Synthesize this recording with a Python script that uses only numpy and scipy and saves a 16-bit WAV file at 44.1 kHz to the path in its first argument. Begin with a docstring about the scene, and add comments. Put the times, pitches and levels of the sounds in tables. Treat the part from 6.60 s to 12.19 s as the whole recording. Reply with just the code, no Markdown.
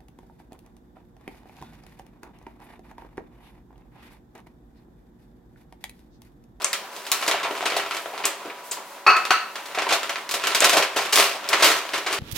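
"""A stiff foil bag of dry pet food, scooped from and then pressed shut on a stone kitchen counter.
Squeezes crinkle the foil, folds snap, taut panels ping, fingers slide, kibble slumps against the wall.
Halfway through, a hard plastic bowl is set down, chatters on its edge and rocks flat.
The small kitchen rings briefly after each sound, over faint room noise and appliance hum."""
import sys
import numpy as np
from scipy import signal
from scipy.fft import rfft, irfft
from scipy.io import wavfile

SR = 44100
rng = np.random.default_rng(int(sys.argv[2]) if len(sys.argv) > 2 else 0)


def dump_mix(stems):
    """Bounce the given channels to the path in sys.argv[1] as a 16-bit WAV at rate SR."""
    frames = np.atleast_2d(stems).T  # one column per channel
    limited = np.clip(frames, -1, 1)  # hard clip at full scale
    pcm = np.round(limited * 32767).astype(np.int16)
    wavfile.write(sys.argv[1], SR, pcm)


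N = 246519
FFT_SIZE = 2 ** 18
FREQ_HZ = np.maximum(np.arange(FFT_SIZE // 2 + 1) * SR / FFT_SIZE, 1)
TIME_S = np.arange(N) / SR
DIRECTIONS = 5  # radiated rays, one row each; row 0 faces the microphone

# kibble hitting the bag wall: (time [s], level [dB], decay [ms], knock pitch [Hz])
SLUMPS = [(0.678, -18.5, 3.5, 585), (0.74, -19.5, 2.8, 750), (0.845, -18.5, 7.6, 910),
          (0.909, -20, 2.5, 530), (1.026, -22.5, 0.92, 785), (1.121, -20.5, 2.7, 600),
          (1.164, -20.5, 3.5, 715), (1.458, -24.5, 1.9, 630), (1.53, -25.5, 11, 760),
          (1.603, -26, 1.1, 900), (1.851, -28, 7.4, 397), (2.17, -28, 3.2, 890), (3.174, -18, 5, 690),
          (3.267, -19, 2.4, 900), (3.322, -15.5, 2.9, 713), (3.74, -22, 3.4, 616), (4.02, -11.5, 4.4, 626),
          (4.13, -13, 5.8, 607), (4.168, -9.5, 6, 670), (4.361, -15.5, 9.7, 720), (4.748, -26, 1.8, 670),
          (5.024, -15, 2.5, 710)]


def undb(db):
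    """Decibels to gain."""
    return 10 ** (np.asarray(db) / 20)


def contour(points, at_hz=FREQ_HZ):
    """Interpolate (Hz, value) points over log frequency."""
    hz, value = np.transpose(points)
    return np.interp(np.log(at_hz), np.log(hz), value)


def resonances(rows):
    """Power response of steep-sided resonances."""
    return sum((undb(db) / (1 + (2 * (FREQ_HZ - hz) / width_hz) ** 2)) ** 2 for hz, width_hz, db in rows)


def min_phase(power):
    """Unit-energy minimum-phase response for a power spectrum."""
    cepstrum = irfft(.5 * np.log(power / power.mean() + 1e-12))
    cepstrum[1:FFT_SIZE // 2] *= 2
    cepstrum[FFT_SIZE // 2 + 1:] = 0
    return np.exp(rfft(cepstrum))


def shape(x, response):
    """Filter by a frequency response."""
    return irfft(rfft(x, FFT_SIZE) * response)[..., :x.shape[-1]]


def drift(rate_hz):
    """Smooth random wander, spread near 1."""
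    knots_s = np.arange(0, TIME_S[-1] + 2 / rate_hz, 1 / rate_hz)
    return np.interp(TIME_S, knots_s, rng.standard_normal(len(knots_s)))


def add(track, time_s, sound):
    """Mix a sound into a track."""
    start = max(int(time_s * SR), 0)
    track[..., start:start + sound.shape[-1]] += sound[..., :N - start]


def unit_energy(rays):
    """Scale each row to energy 1."""
    return rays / np.linalg.norm(rays, axis=1, keepdims=True)


def burst(decay_ms, click, rise=0.15, lump_db=3, lump_samples=14):
    """A click, then an uneven spray of slips; energy of 10 ms at full level."""
    age = np.arange(200 * lump_samples) / SR / (max(decay_ms, .2) / 1000)
    lumps = undb(lump_db * np.repeat(rng.standard_normal(len(age) // lump_samples), lump_samples))
    envelope = np.exp(-age / 2) * (1 - np.exp(-age / rise))
    spray = unit_energy(rng.standard_normal((DIRECTIONS, len(age))) * lumps * envelope)
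    spray[:, 0] += click / max(decay_ms, 1)
    return unit_energy(spray) * np.sqrt(SR / 100)


def ping(decay_ms, hz, width_hz, click):
    """A burst ringing in one band; energy of 10 ms at full level."""
    edges_hz = np.clip([hz - width_hz / 2, hz + width_hz / 2], 100, .45 * SR)
    bandpass = signal.butter(2, edges_hz, "band", fs=SR, output="sos")
    return unit_energy(signal.sosfilt(bandpass, burst(decay_ms, click))) * np.sqrt(SR / 100)


def diffuse(mid, side):
    """Sound from all around: left and right alike in the bass, unrelated in the treble."""
    # stereo width: (frequency [Hz], side minus mid [dB])
    width = [(60, -10), (250, -32.5), (500, -21.5), (1000, -9), (2000, -8.5), (4000, -2), (8000, 0.5),
             (16000, -5.5)]
    side = shape(side, undb(contour(width)))
    return np.array([mid + side, mid - side])


def kitchen():
    """Restless room noise and a wavering appliance hum."""
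    # room noise spectrum: (frequency [Hz], level [dB])
    spectrum = [(30, -19), (100, -27), (180, -8.5), (350, -2.5), (700, 3.5), (1100, 4), (1900, -3),
                (4000, -10), (9000, -18), (16000, -20)]
    # appliance tones: (frequency [Hz], level [dB])
    tones = [(398, -62), (560, -56), (980, -49)]
    air = shape(rng.standard_normal((2, N)), min_phase(undb(contour(spectrum)) ** 2))
    air *= undb(-41.5 + 1.7 * drift(16))
    hum = 0
    for hz, db in tones:
        amplitude = np.sqrt(2) * undb(db + 1.5 * drift(12))
        hum += amplitude * np.sin(2 * np.pi * np.cumsum(hz + 1.4 * drift(17)) / SR)
    return diffuse(*air) + hum


def band_gains(bright_db, bass_db, air_db):
    """Bass, middle, treble and air gains: stiffer creases are brighter."""
    return undb(np.broadcast_arrays(bass_db, 0, bright_db, air_db + 1.9 * bright_db))


def squeezing():
    """Crinkle gain per band: each squeeze builds, is brightest at its peak and lets go."""
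    # hand squeezes: (peak time [s], level [dB], build [s], release [s], brightness [dB])
    squeezes = [(0.01, -32.5, 0.08, 0.22, -4), (0.349, -43, 0.067, 0.13, 4), (0.599, -33, 0.25, 0.36, 2),
                (0.79, -30.5, 0.29, 0.24, -12), (0.96, -31.5, .15, 1, -4), (1.19, -28, 0.45, 0.15, -10.5),
                (1.359, -29, 0.13, 0.049, -3), (1.67, -31, 0.22, 0.12, -4), (1.9, -45, 0.33, 0.48, -23),
                (3.32, -33.5, 0.62, 0.29, -2.5), (3.52, -35, .3, 0.18, -0.5),
                (3.87, -26.5, .15, 0.28, -1.5), (4.13, -19.5, 0.34, .18, -1), (4.41, -26.5, 0.14, 0.23, -2),
                (4.586, -14.5, .065, 0.15, 2), (4.95, -21.5, 0.18, 0.22, -5.5),
                (5.07, -12.5, 0.099, 0.14, .5), (5.37, -29, 0.22, .1, -1),
                (5.515, -24.5, 0.086, 0.23, -4.5)]
    fall_db, dull_db = 21, 3  # per build or release time from the peak
    power = 0
    for peak_s, db, build_s, release_s, bright_db in squeezes:
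        before = (peak_s - TIME_S) / max(build_s, .01)
        after = (TIME_S - peak_s) / max(release_s, .01)
        slack = np.clip(np.maximum(before, after), 0, 4)
        hollow_db = 1.5 - 0.1 * (db + 29.5)  # a loosely held bag has more bass
        colour = band_gains(bright_db - dull_db * slack, hollow_db, air_db=3.5)
        power += (colour * undb(db - fall_db * slack)) ** 2
    return np.sqrt(power)


def crinkle(level_db, base_rate_hz, spread_db, grain_ms):
    """Tiny creases of unequal size; more give way as the foil is bent harder."""
    chance = base_rate_hz * undb(.55 * np.maximum(level_db + 30, -6)) / SR
    size = undb(spread_db * np.minimum(rng.exponential(size=N), 4))
    impulses = (rng.random(N) < chance) * size ** 2 / np.mean(size ** 2) / chance
    pole = np.exp(-1000 / (grain_ms * SR))
    power = signal.lfilter([1 - pole], [1, -pole], impulses)
    return np.sqrt(power + 1e-12) * rng.standard_normal((DIRECTIONS, N))


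def bag():
    """Crinkle, snapping folds and dull kibble rustle drive the foil and the hollow of the bag."""
    # folds snapping over: (time [s], level [dB], decay [ms], brightness [dB])
    snaps = [(0.02, -32, 0.59, 4.5), (0.045, -21, 0.78, -2.5), (0.131, -20.5, 0.71, 3.5),
             (0.364, -39, 1.9, 6.5), (0.467, -30, 1.3, 1.5), (0.517, -21, 0.91, 9),
             (0.626, -20.5, 1.3, -4.5), (0.678, -17, 3.1, 2.5), (0.713, -15, 1.2, -2.5),
             (0.83, -21, 6.6, -4.5), (1.055, -16, 6.2, -1.5), (1.102, -24.5, .8, -3),
             (1.165, -21, 3.7, 2.5), (1.31, -21, .7, -7), (1.368, -25, 1.7, 0), (1.578, -29, 0.93, -4.5),
             (1.641, -17.5, 10, -11), (1.653, -26.5, 4.2, 9.5), (1.9, -30.5, 1.6, -26),
             (2.114, -30.5, 8.6, 8), (2.956, -25.5, 2.4, -2.5), (3.056, -34, 4.3, 2), (3.147, -24, 4.4, -4),
             (3.186, -17.5, 2.9, -6.5), (3.219, -19, 3.4, -5.5), (3.29, -18, 2.8, -2.5),
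             (3.307, -15.5, 3, -4), (3.324, -13, 5.9, 0.5), (3.432, -21, 0.35, -4), (3.494, -21, 2.6, -1),
             (3.558, -21.5, 0.92, -9.5), (3.692, -27, 0.82, 3), (3.711, -25, 3.5, 6),
             (3.739, -21, 5.4, 3.5), (3.838, -17, 2.2, -5.5), (3.871, -16, 1.3, 0), (3.92, -19.5, .7, -7),
             (3.948, -13, 2.6, 2), (4.005, -19.5, 1, 3.5), (4.02, -13.5, 5.2, -1), (4.043, -8.5, 3.8, 2),
             (4.095, -14.5, .6, 3), (4.13, -17.5, 4.8, 2.5), (4.168, -12.5, 5.8, 1.5),
             (4.224, -15.5, 4.3, -2), (4.361, -15.5, 12.5, 0.5), (4.525, -14.5, 6.4, 5),
             (4.558, -17.5, 0.8, 8), (4.575, -15, 1.3, -4), (4.889, -30.5, 2, 9.5), (4.93, -10.5, 3.4, -4),
             (5.024, -9, 4.4, 1), (5.046, -14.5, 0.82, 5.5), (5.334, -16.5, 7.6, -4.5),
             (5.463, -17, 6, -4.5), (5.526, -22, 4.9, 3.5)]
    # foil rustle under a slump: (bass [dB], middle [dB], treble [dB], air [dB])
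    rustle_db = (-0.5, -6.5, -18, -20)
    # crossovers: (bass to middle [Hz], middle to treble [Hz], treble to air [Hz])
    crossovers_hz = (900, 3500, 9600)
    # foil spectrum: (frequency [Hz], level [dB])
    foil = [(30, -30), (90, -28), (150, -21), (205, -18.5), (255, -18.5), (320, -4.5), (500, -6), (800, -4),
            (1300, -3), (2600, -3), (4500, -7.5), (8000, -14.5), (13000, -21), (16000, -26.5)]
    # resonances of the half-full bag: (frequency [Hz], width [Hz], level [dB])
    modes = [(316.4, 12.5, -10.5), (395, 12, 2.5), (561.5, 45, 0.5), (679, 111, -2), (1060, 290, -5),
             (1341, 58, -1.5)]
    strength = squeezing()
    creases = crinkle(20 * np.log10(strength[1]), base_rate_hz=650, spread_db=4, grain_ms=0.36)
    drive = creases * strength[:, None]
    for time_s, db, decay_ms, bright_db in snaps:
        bass_db = -5 + np.log2(decay_ms)  # longer snap, larger fold, more bass
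        colour = band_gains(bright_db, bass_db, air_db=0)
        add(drive, time_s, undb(db) * colour[:, None, None] * burst(decay_ms, click=0.79))
    for time_s, db, decay_ms, _ in SLUMPS:
        add(drive, time_s, undb(db) * undb(rustle_db)[:, None, None] * burst(decay_ms, click=0.54))
    lowpasses = [1 / (1 + (FREQ_HZ / hz) ** 6) for hz in crossovers_hz]
    bands = np.diff(lowpasses, axis=0, prepend=0, append=1)
    body = min_phase(undb(contour(foil)) ** 2 + resonances(modes))
    return sum(shape(part, band * body) for part, band in zip(drive, bands))


def panels():
    """Taut foil panels flip through, each pinging at its own pitch."""
    # panels buckling: (time [s], level [dB], decay [ms], pitch [Hz], width [Hz])
    buckles = [(0.045, -13.5, 1.2, 7330, 3000), (1.654, -16, 1.6, 7700, 1740),
               (2.112, -22.5, 3, 7350, 1500), (4.005, -14.5, 0.63, 6800, 3500),
               (4.889, -22.5, 1, 4420, 2400)]
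    rays = np.zeros((DIRECTIONS, N))
    for time_s, db, decay_ms, hz, width_hz in buckles:
        add(rays, time_s, undb(db) * ping(decay_ms, hz, width_hz, click=1))
    return rays


def sliding():
    """Fingers and sleeve slide over the foil: a faint hiss that swells and fades."""
    # strokes: (start [s], length [s], level [dB])
    slides = [(0.303, 0.29, -53), (0.8, 0.9, -47.5), (2.033, .07, -43), (2.155, 0.29, -52.5),
              (2.746, .55, -52.5)]
    # hiss spectrum: (frequency [Hz], level [dB])
    spectrum = [(100, -50), (2000, -15), (6000, -2), (12000, 0), (16000, -3)]
    swell = 0
    for start_s, length_s, db in slides:
        progress = np.clip((TIME_S - start_s) / length_s, 0, 1)
        swell += undb(db) * np.sqrt(np.abs(np.sin(np.pi * progress)))
    flicker = undb(3 * drift(19.5))
    hiss = shape(rng.standard_normal((DIRECTIONS, N)), min_phase(undb(contour(spectrum)) ** 2))
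    return swell * flicker * hiss


def bowl():
    """The bowl knocks in the bag, later rocks flat on the counter; each contact rings and ticks."""
    # contacts: (time [s], level [dB], decay [ms], flatness [0 edge..1 base], relative tick [dB])
    knocks = [(0.518, -20, 8.8, 0, -3), (2.465, -1.5, 5.9, 0, -18), (2.485, -10, 3.7, 0, -32),
              (2.493, -11, 1.6, 0.015, -15), (2.5, -6.5, 3.7, 0.072, -20), (2.511, -24, 3, 0.42, -14),
              (2.527, -13.5, 8.4, 0.057, -26), (2.566, -16.5, 1.9, 0.032, -3.5),
              (2.652, -27.5, 1.8, 0.72, 6.5), (2.7062, -6.5, 2.7, 0.53, -6.5), (2.713, -12, 4.3, 0, -14),
              (2.742, -21.5, 2.2, 1, -24)]
    # wall resonances: (frequency [Hz], width [Hz], edge strike [dB], base strike [dB])
    modes = [(416, 113, -5, -22), (738, 73, 3.5, -19), (885, 530, -5, -35), (1093, 180, 6, -7.5),
             (1280, 56, -10, -16), (1298, 137, 11, 0.5), (1490, 200, 2, -5), (1790, 620, -1.5, -11),
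             (2330, 330, -7, -16.5), (2604, 153, 8.5, -16), (2633, 85, -12, 4), (2807, 113, -16, 2.5),
             (3940, 260, -30, -14), (4405, 300, -4, -4.5), (5120, 500, -19, -23), (6260, 540, -27, -17),
             (6760, 250, -39, -25)]
    # (frequency [Hz], level [dB])
    tick_spectrum = [(60, -42), (300, 1), (2000, 12), (6500, 1), (10000, -6), (16000, -12)]
    edge, base, tick = np.zeros((3, DIRECTIONS, N))
    for time_s, db, decay_ms, flatness, tick_db in knocks:
        push = undb(db) * burst(decay_ms, click=1.6)
        add(edge, time_s, push * np.sqrt(1 - flatness))
        add(base, time_s, push * np.sqrt(flatness))
        add(tick, time_s, undb(db + tick_db) * burst(decay_ms, click=0.77))
    on_edge = min_phase(resonances((hz, width_hz, db) for hz, width_hz, db, _ in modes))
    on_base = min_phase(resonances((hz, width_hz, db) for hz, width_hz, _, db in modes))
    contact = min_phase(undb(contour(tick_spectrum)) ** 2)
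    return shape(edge, on_edge) + shape(base, on_base) + shape(tick, contact)


def kibble():
    """Each slump knocks on the air in the bag, whose pitch changes as the bag is bent."""
    rays = np.zeros((DIRECTIONS, N))
    for time_s, db, decay_ms, hz in SLUMPS:
        add(rays, time_s, undb(db - 4.5) * ping(decay_ms, hz, width_hz=267, click=1.64))
    return rays


def echoes(early_db):
    """Mid and side reflections of one ray: strong off counter and cupboards, then a short tail."""
    # room decay: (frequency [Hz], T60 [s])
    decay = [(200, 0.25), (600, 0.43), (1500, 0.48), (4000, 0.41), (9000, 0.29), (16000, 0.27)]
    age_s = np.arange(int(SR * .6)) / SR
    early_boost = 1 + undb(early_db) * np.exp(-age_s / .02)
    spectrum = rfft(rng.standard_normal((2, len(age_s))) * early_boost)
    octaves_hz = 125 * 2. ** np.arange(8)
    hz = np.maximum(np.arange(spectrum.shape[1]) * SR / len(age_s), 1)
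    tail = 0
    for weights, t60_s in zip(np.eye(len(octaves_hz)), contour(decay, octaves_hz)):
        band = irfft(spectrum * np.interp(np.log(hz), np.log(octaves_hz), weights), len(age_s))
        tail += band * np.exp(-np.log(1000) * age_s / t60_s)
    tail *= np.clip((age_s - .001) / .002, 0, 1)  # 1 ms gap, 2 ms fade-in
    return tail / np.linalg.norm(tail[0])


def room(rays, direct_db, wet_db, pan_db, early_db, beaming):
    """Ray 0 arrives direct, every ray reflects; treble beamed at the microphone stays drier."""
    beam = undb(beaming * contour([(1500, 0.14), (6000, 0.53)]))
    aimed = shape(rays[0], beam)
    direct = np.array([aimed, np.append(0, aimed[:-1])])  # right lags one sample
    wet = sum(signal.fftconvolve(ray[None], echoes(early_db), axes=1)[:, :N] for ray in rays)
    wet = shape(wet, 1 / np.sqrt(beam * DIRECTIONS))
    direct_gains = undb(direct_db + np.array([[pan_db], [-pan_db]]) / 2)
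    return direct_gains * direct + undb(wet_db) * diffuse(*wet)


def scene():
    """Bag and bowl stand slightly left; the flat panels face the microphone and sound driest."""
    rustle = bag() + kibble() + sliding()
    foil = room(rustle, direct_db=-5, wet_db=-3, pan_db=1, early_db=2.5, beaming=4.5)
    pings = room(panels(), direct_db=-4.5, wet_db=-12.5, pan_db=4, early_db=-6, beaming=0)
    dish = room(bowl(), direct_db=-7, wet_db=-7, pan_db=1.5, early_db=-12, beaming=2.8)
    return foil + pings + dish + kitchen()


def record(dry):
    """The microphone clips the sharpest peaks and cuts the top."""
    cutoff_hz = 15900
    lowpass = signal.ellip(10, .2, 70, cutoff_hz, fs=SR, output="sos")
    return signal.sosfilt(lowpass, np.clip(dry, -1, 1))


dry = scene()
out = record(dry)
dump_mix(out)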